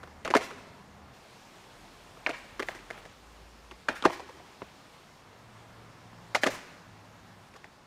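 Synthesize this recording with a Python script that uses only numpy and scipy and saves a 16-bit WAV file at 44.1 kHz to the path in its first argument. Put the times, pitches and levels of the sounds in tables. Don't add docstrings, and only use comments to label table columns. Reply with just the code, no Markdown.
import sys
import numpy as np
from scipy import signal
from scipy.fft import rfft, irfft, next_fast_len
from scipy.io import wavfile

SR = 44100
rng = np.random.default_rng(int(sys.argv[2]) if len(sys.argv) > 2 else 0)


def inscribe(sig):
    pcm = np.round(np.clip(np.atleast_2d(sig).T, -1, 1) * 32767)
    wavfile.write(sys.argv[1], SR, pcm.astype(np.int16))


def undo_db(level):
    steps = np.asarray(level, float) / 20
    return 10 ** steps


N = 346626


def peak_one(x):
    return x / (np.abs(x).max() + 1e-12)


def rms_one(x):
    return x / np.sqrt(np.mean(x ** 2) + 1e-20)


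def passed(x, hz, kind, order=2):
    return signal.sosfilt(signal.butter(order, hz, kind, fs=SR, output="sos"), x)


def ring(force, hz, t60):
    r, w = undo_db(-60 / (t60 * SR)), 2 * np.pi * hz / SR
    return signal.lfilter([0, np.sin(w)], [1, -2 * r * np.cos(w), r * r], force + 1e-18)


def drift(rate):
    r = np.exp(-80 * np.pi * rate / SR)
    slow = signal.lfilter([1], [1, -2 * r, r * r], rng.standard_normal(N // 40 + 2002))[2000:]
    return np.interp(np.arange(N) / 40, np.arange(len(slow)), rms_one(slow))


def at_hz(points, hz):
    corner_hz, level_db = np.transpose(points)
    return np.interp(np.log(hz), np.log(corner_hz), level_db)


CRACK_HITS = [(.2765, -21.5, 1090, 340), (.3095, -20, 1490, 304), (.3579, -14, 1560, 367),
              (2.2690, -21, 1500, 625), (2.6862, -19, 1610, 587), (3.8868, -12.5, 1450, 300),
              (3.8965, -22.5, 1440, 403), (4.0243, -21.5, 3000, 325), (4.0395, -23, 1140, 560),
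              (4.061, -16, 1580, 580), (6.3510, -10.5, 2000, 720), (6.471, -14, 1540, 566),
              (7.6432, -33.5, 1630, 698)]
THUMP_HITS = [
    (.3033, -22.5, 1920, 251),
    (.3496, -14, 960, 432),
    (2.2925, -22.5, 1210, 670),
    (4.0515, -14, 960, 693),
    (6.46, -23.5, 1120, 400),
    (6.4644, -16.5, 1080, 400),
    (6.482, -23.5, 1490, 538),
]
SCUFF_HITS = [(.2487, -26.5, 2310, 587), (.3655, -15.5, 1600, 624), (.3760, -31.5, 2150, 394),
              (.4101, -29, 1860, 446), (2.7496, -38, 1440, 280), (3.0532, -40.5, 1560, 590),
              (6.3477, -17, 1446, 677), (6.3577, -20.5, 950, 620), (6.4673, -18, 1600, 577),
              (7.5400, -45.5, 2000, 397), (7.5622, -41, 1030, 674)]
CLACK_HITS = [(.0315, -35, 1100, 484), (.5074, -32.5, 1070, 430), (2.5953, -21.5, 1143, 422),
              (2.6241, -25, 1700, 480), (2.9033, -27.5, 1480, 660), (3.7130, -35, 950, 320),
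              (4.0490, -20.5, 1100, 716), (4.0993, -26, 790, 593), (4.1964, -32, 790, 490),
              (4.2900, -39.5, 845, 500), (2.304, -28, 2130, 620), (7.5544, -44, 1170, 519)]
TAP_HITS = [(.074, -44, 1077, 370), (.2555, -26.5, 1480, 500), (.2635, -30.5, 1060, 340),
            (2.1722, -42, 1030, 530), (2.7183, -40, 1830, 544), (2.7902, -41, 1800, 290),
            (2.9787, -40, 1750, 550), (3.7115, -35.5, 2340, 300), (3.8845, -21, 1130, 520),
            (6.4345, -10, 1670, 700), (6.441, -18, 2410, 690), (6.4484, -31, 2200, 680)]
PAT_HITS = [
    (.3528, -11, 1170, 430),
    (.5867, -46, 1215, 432),
    (4.0545, -8, 793, 600),
    (4.0698, -36, 1044, 590),
    (4.3986, -46, 829, 704),
    (4.6189, -28.5, 910, 465),
    (6.1303, -44, 940, 220),
    (6.4912, -42, 1416, 585),
]
POP_HITS = [
    (.3387, -8, 880, 566),
    (2.2635, -10, 2210, 630),
    (2.2660, -21, 1600, 613),
    (6.4377, -20, 1660, 650),
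]


def contacts():
    rows = []
    # (hits, dulled above Hz, thud dB, grit dB)
    single = [(TAP_HITS, 19500, -2.5, -16), (PAT_HITS, 3850, 3.9, -20), (POP_HITS, 4540, -17, -33)]
    for hits, top_hz, thud_db, grit_db in single:
        for s, db, hz, low_hz in hits:
            rows.append((s, db, top_hz, hz, thud_db, grit_db, low_hz))
    # (hits, dulled above Hz, thud dB, grit dB, rebound gap s, rebound loss dB, rebound pitch ratio)
    bouncing = [(CRACK_HITS, 12100, -9, -20, .0043, 8, 0.42),
                (THUMP_HITS, 12100, 2.5, -8, .005, 7, 1.75),
                (SCUFF_HITS, 19500, -2, -3.5, .006, 3, 1.16),
                (CLACK_HITS, 19500, -5, -14, .005, 0.5, 1.17)]
    for hits, top_hz, thud_db, grit_db, gap_s, loss_db, ratio in bouncing:
        for s, db, hz, low_hz in hits:
            back = s + gap_s * (1 + .12 * rng.standard_normal())
            rows.append((s, db, top_hz, hz, thud_db, grit_db, low_hz))
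            rows.append((back, db - loss_db, top_hz, hz * ratio, thud_db + 2.7, grit_db - 4, low_hz * 1.15))
    return rows


# (frequency [Hz], level [dB], t60 [s])
DECK_MODES = [(215, -14, .030), (291, -7, .035), (400, 0, .030), (510, 0, .030), (650, 0, .028),
              (780, 1, .026), (860, 1, .028), (990, -2, .024), (1170, 0, .030), (1400, -3, .022),
              (1570, -2, .022), (1750, -1, .024), (2070, -1, .024), (2370, -2, .022), (2700, -4, .016),
              (3100, -6, .015), (3550, -8, .014), (3900, -9, .013), (4400, -11, .012)]


def knock(ring_hz, thud_db, grit_db, thud_hz, chance, spread):
    t = np.arange(len(chance)) / SR
    chatter = chance * np.abs(chance) * np.exp(-t / 0.0063)
    force = 0.076 * chatter
    force[0] += rng.choice([-1, 1])

    snap = force * np.exp(-t / .001)
    for stage in range(3):
        snap = np.diff(ring(snap, ring_hz, 3.5 / ring_hz), prepend=0)
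    snap = peak_one(snap)

    thud, wood = .9 * ring(force, thud_hz, .028), 0
    for (hz, level_db, t60), luck in zip(DECK_MODES, spread):
        mode = undo_db(level_db + 2.5 * luck) * ring(force, hz * (1 + .02 * luck), t60)
        if hz < 700:
            thud = thud + 0.45 * mode * undo_db(-6.0 * abs(np.log2(hz / thud_hz)))
        else:
            wood = wood + mode * undo_db(-4.0 * abs(np.log2(hz / ring_hz)))
    wood = peak_one(passed(wood, 600, "high"))
    thud = undo_db(thud_db - 3) * peak_one(passed(thud, 283, "high", order=3))

    crack = force + 0.78 * chatter
    grit = passed(crack, [2500, 6200], "band") + 0.043 * passed(crack, [6000, 9500], "band")
    grit = undo_db(grit_db - 1) * peak_one(grit)
    shake = peak_one(passed(chance[::-1] * np.exp(-t / 0.0044), [650, 3300], "band"))
    clack = peak_one(snap + .55 * wood + .4 * shake)

    scrape = peak_one(passed(crack, [700, 3200], "band", order=1))
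    toward = clack + thud + grit
    around = 0.41 * snap + 0.93 * scrape + 0.062 * wood + 0.42 * thud + 1.1 * grit
    return toward, around


def board():
    size = 2800
    out = np.zeros((2, N + size))
    for s, level_db, top_hz, *touch in contacts():
        chance = rng.standard_normal(size)
        spread = rng.standard_normal(len(DECK_MODES))
        hit = np.array(knock(*touch, chance, spread))
        at = round(s * SR)
        out[:, at:at + size] += undo_db(level_db - 0.25) * passed(hit, top_hz, "low")
    return passed(out[:, :N], 126, "high")


# (time [s], peak level [dB])
WEIGHT_DROPS = [
    (0.354, -46),
    (4.054, -32.5),
    (4.62, -43.5),
    (6.47, -37),
]


def stomps(low_hz, push_s):
    out, t = np.zeros(N), np.arange(4000) / SR
    for s, level_db in WEIGHT_DROPS:
        push = rng.standard_normal(len(t)) * np.exp(-t / push_s)
        puff = passed(push, [75, low_hz], "band")
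        out[round(s * SR):][:len(t)] += undo_db(level_db) * peak_one(puff)
    return out


# (time [s], level [dB], t60 [s])
JOLTS = [
    (.250, -39, 0.28),
    (.39, -45, 0.76),
    (2.31, -49, 0.37),
    (2.70, -48, 0.52),
    (2.93, -51, .8),
    (3.901, -42, 0.48),
    (4.074, -46.5, 0.69),
    (6.50, -42.5, 0.59),
]


def rattle():
    t = np.arange(N) / SR
    struck = rng.random(N) < 2500 / SR
    height = undo_db(2 * np.minimum(rng.exponential(1, N), 4))
    ticks = struck * height * rng.choice([-1, 1], N)
    dealt = rng.integers(0, 12, N)
    grains = 0
    for k, hz in enumerate(np.geomspace(650, 3000, 12)):
        grains = grains + np.sqrt(hz) * ring(ticks * (dealt == k), hz, 5.1 / hz)
    dying = sum((t > s) * undo_db(db - 60 * np.maximum(t - s, 0) / t60) for s, db, t60 in JOLTS)
    return rms_one(grains) * dying


# (arrival [s], rise [s], t60 [s], level [dB], dulled above [Hz])
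ECHO_CLOUDS = [
    (.010, .008, 0.13, -14, 3000),
    (0.062, 0.0092, .16, -16, 14000),
    (0.086, .030, 0.65, -20, 5000),
    (.200, .060, .70, -26, 4000),
]
# (frequency [Hz], level [dB])
ECHO_COLOUR = [(150, 2.5), (500, -0.5), (1200, -0.5), (2200, 2), (3500, -3), (6000, -2), (9000, -0.5),
               (12000, -1), (15000, 7)]


def trees(x):
    t, answer = np.arange(SR) / SR, 0
    for arrival, rise, t60, level_db, dull_hz in ECHO_CLOUDS:
        late = np.maximum(t - arrival, 0)
        swell = 1 - np.exp(-late / max(rise, .001))
        cloud = swell * undo_db(-60 * late / t60) * rng.standard_normal(SR)
        dulled = passed(cloud, dull_hz, "low", order=1)
        answer = answer + undo_db(level_db) * dulled / np.sqrt(np.sum(cloud ** 2))
    size = next_fast_len(N + SR)
    colour = undo_db(at_hz(ECHO_COLOUR, np.arange(size // 2 + 1) * SR / size + 1))
    return irfft(rfft(x, size) * rfft(answer, size) * colour, size)[:N]


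def engine(start, end, hz, glide, level_db, waver_db, waver_hz):
    t = np.arange(N) / SR
    rise_s, fall_s = 0.21, 0.032
    heard = np.clip(np.minimum((t - start) / rise_s, (end - t) / fall_s), 0, 1)
    phase = 2 * np.pi * np.cumsum(hz + glide * (t - start) + waver_hz * drift(5.25)) / SR
    return np.sqrt(2) * heard * undo_db(level_db + waver_db * drift(4.9)) * np.sin(phase)


# (start [s], end [s], start pitch [Hz], glide [Hz/s], level [dB])
PASSING_ENGINES = [
    (-.3, .5, 73, 4, -59),
    (.8, 1.13, 73.5, 3, -59),
    (.55, 1.13, 200, 1.5, -64),
    (.85, 1.13, 149, -3, -64),
    (1.6, 3.12, 43.5, -1.3, -63),
    (3.1, 3.8, 51, 8, -60),
    (3.2, 4.8, 74.8, -5.8, -67),
    (5.22, 6.6, 113, .2, -61.5),
    (6.75, 7.48, 110.5, -10, -61),
    (5.9, 7.48, 172, 4.5, -65),
]


def engines():
    return sum(engine(*e, waver_db=2.5, waver_hz=1.74) for e in PASSING_ENGINES)


# (start [s], rumble [dB], road roar [dB], leaves [dB])
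PARK_MOMENTS = [
    (0, -57, -55.5, -64),
    (1.135, -60.5, -55.5, -60),
    (3.13, -61.5, -56.5, -61),
    (5.21, -58, -55.5, -62.5),
    (7.49, -61.5, -57.5, -65),
]
# (time [s], level [dB])
ROAD_SWELL = [(0, 0.6), (.7, 0), (1.13, -0.7), (2.2, 0.3), (3.0, 0.5), (3.12, -1.4), (3.7, -0.8),
              (4.8, -0.8), (6.2, -0.04), (7.3, -.5), (7.6, -0.7), (7.86, -2.5)]


def background_db():
    t = np.arange(N) / SR
    start, *levels = np.transpose(PARK_MOMENTS)
    moment = np.maximum(np.searchsorted(start, t, side="right") - 1, 0)
    swell = np.interp(t, *np.transpose(ROAD_SWELL))
    shares = 0.99, 1, 0.54
    return [db[moment] + share * swell for db, share in zip(levels, shares)]


# (frequency [Hz], level [dB per Hz])
BED_COLOUR = [(13, -34), (22, -12.5), (49, -8.5), (80, -4.5), (112, -2.5), (200, -4), (328, -8),
              (356, -8.5), (636, -8), (771, -7), (1070, -8), (1380, -11.5), (5610, -22), (16000, -39.5)]


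def park(patchy_db):
    groups, together = [0, 0, 0], drift(1.5)
    edges = 22 * 2 ** np.arange(0, 9.7, 1 / 3)
    white = rng.standard_normal((2, N + SR))
    for k, (low, high) in enumerate(zip(edges, edges[1:])):
        band = passed(white[k % 2], [low, high], "band")[SR:]
        hz = np.sqrt(low * high)
        group = int(hz > 280) + int(hz > 2000)
        patches_db = patchy_db * (.5 * together + drift(7.4))
        groups[group] = groups[group] + band * undo_db(at_hz(BED_COLOUR, hz) + patches_db)
    return sum(undo_db(db) * rms_one(g) for db, g in zip(background_db(), groups))


def scene():
    hits, spread = board()
    weight = stomps(low_hz=213, push_s=0.017)
    far = engines() + park(patchy_db=1.0)
    return (hits + weight + rattle() + trees(spread) + far)[None]


def roll_off(x):
    return signal.sosfilt(signal.butter(12, 16470, fs=SR, output="sos"), x)


def record(dry):
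    top_hz = 16200
    cut = signal.sosfilt(signal.cheby2(12, 70, top_hz * 1.03, fs=SR, output="sos"), dry)
    return roll_off(cut)


dry = scene()
out = record(dry)
inscribe(out)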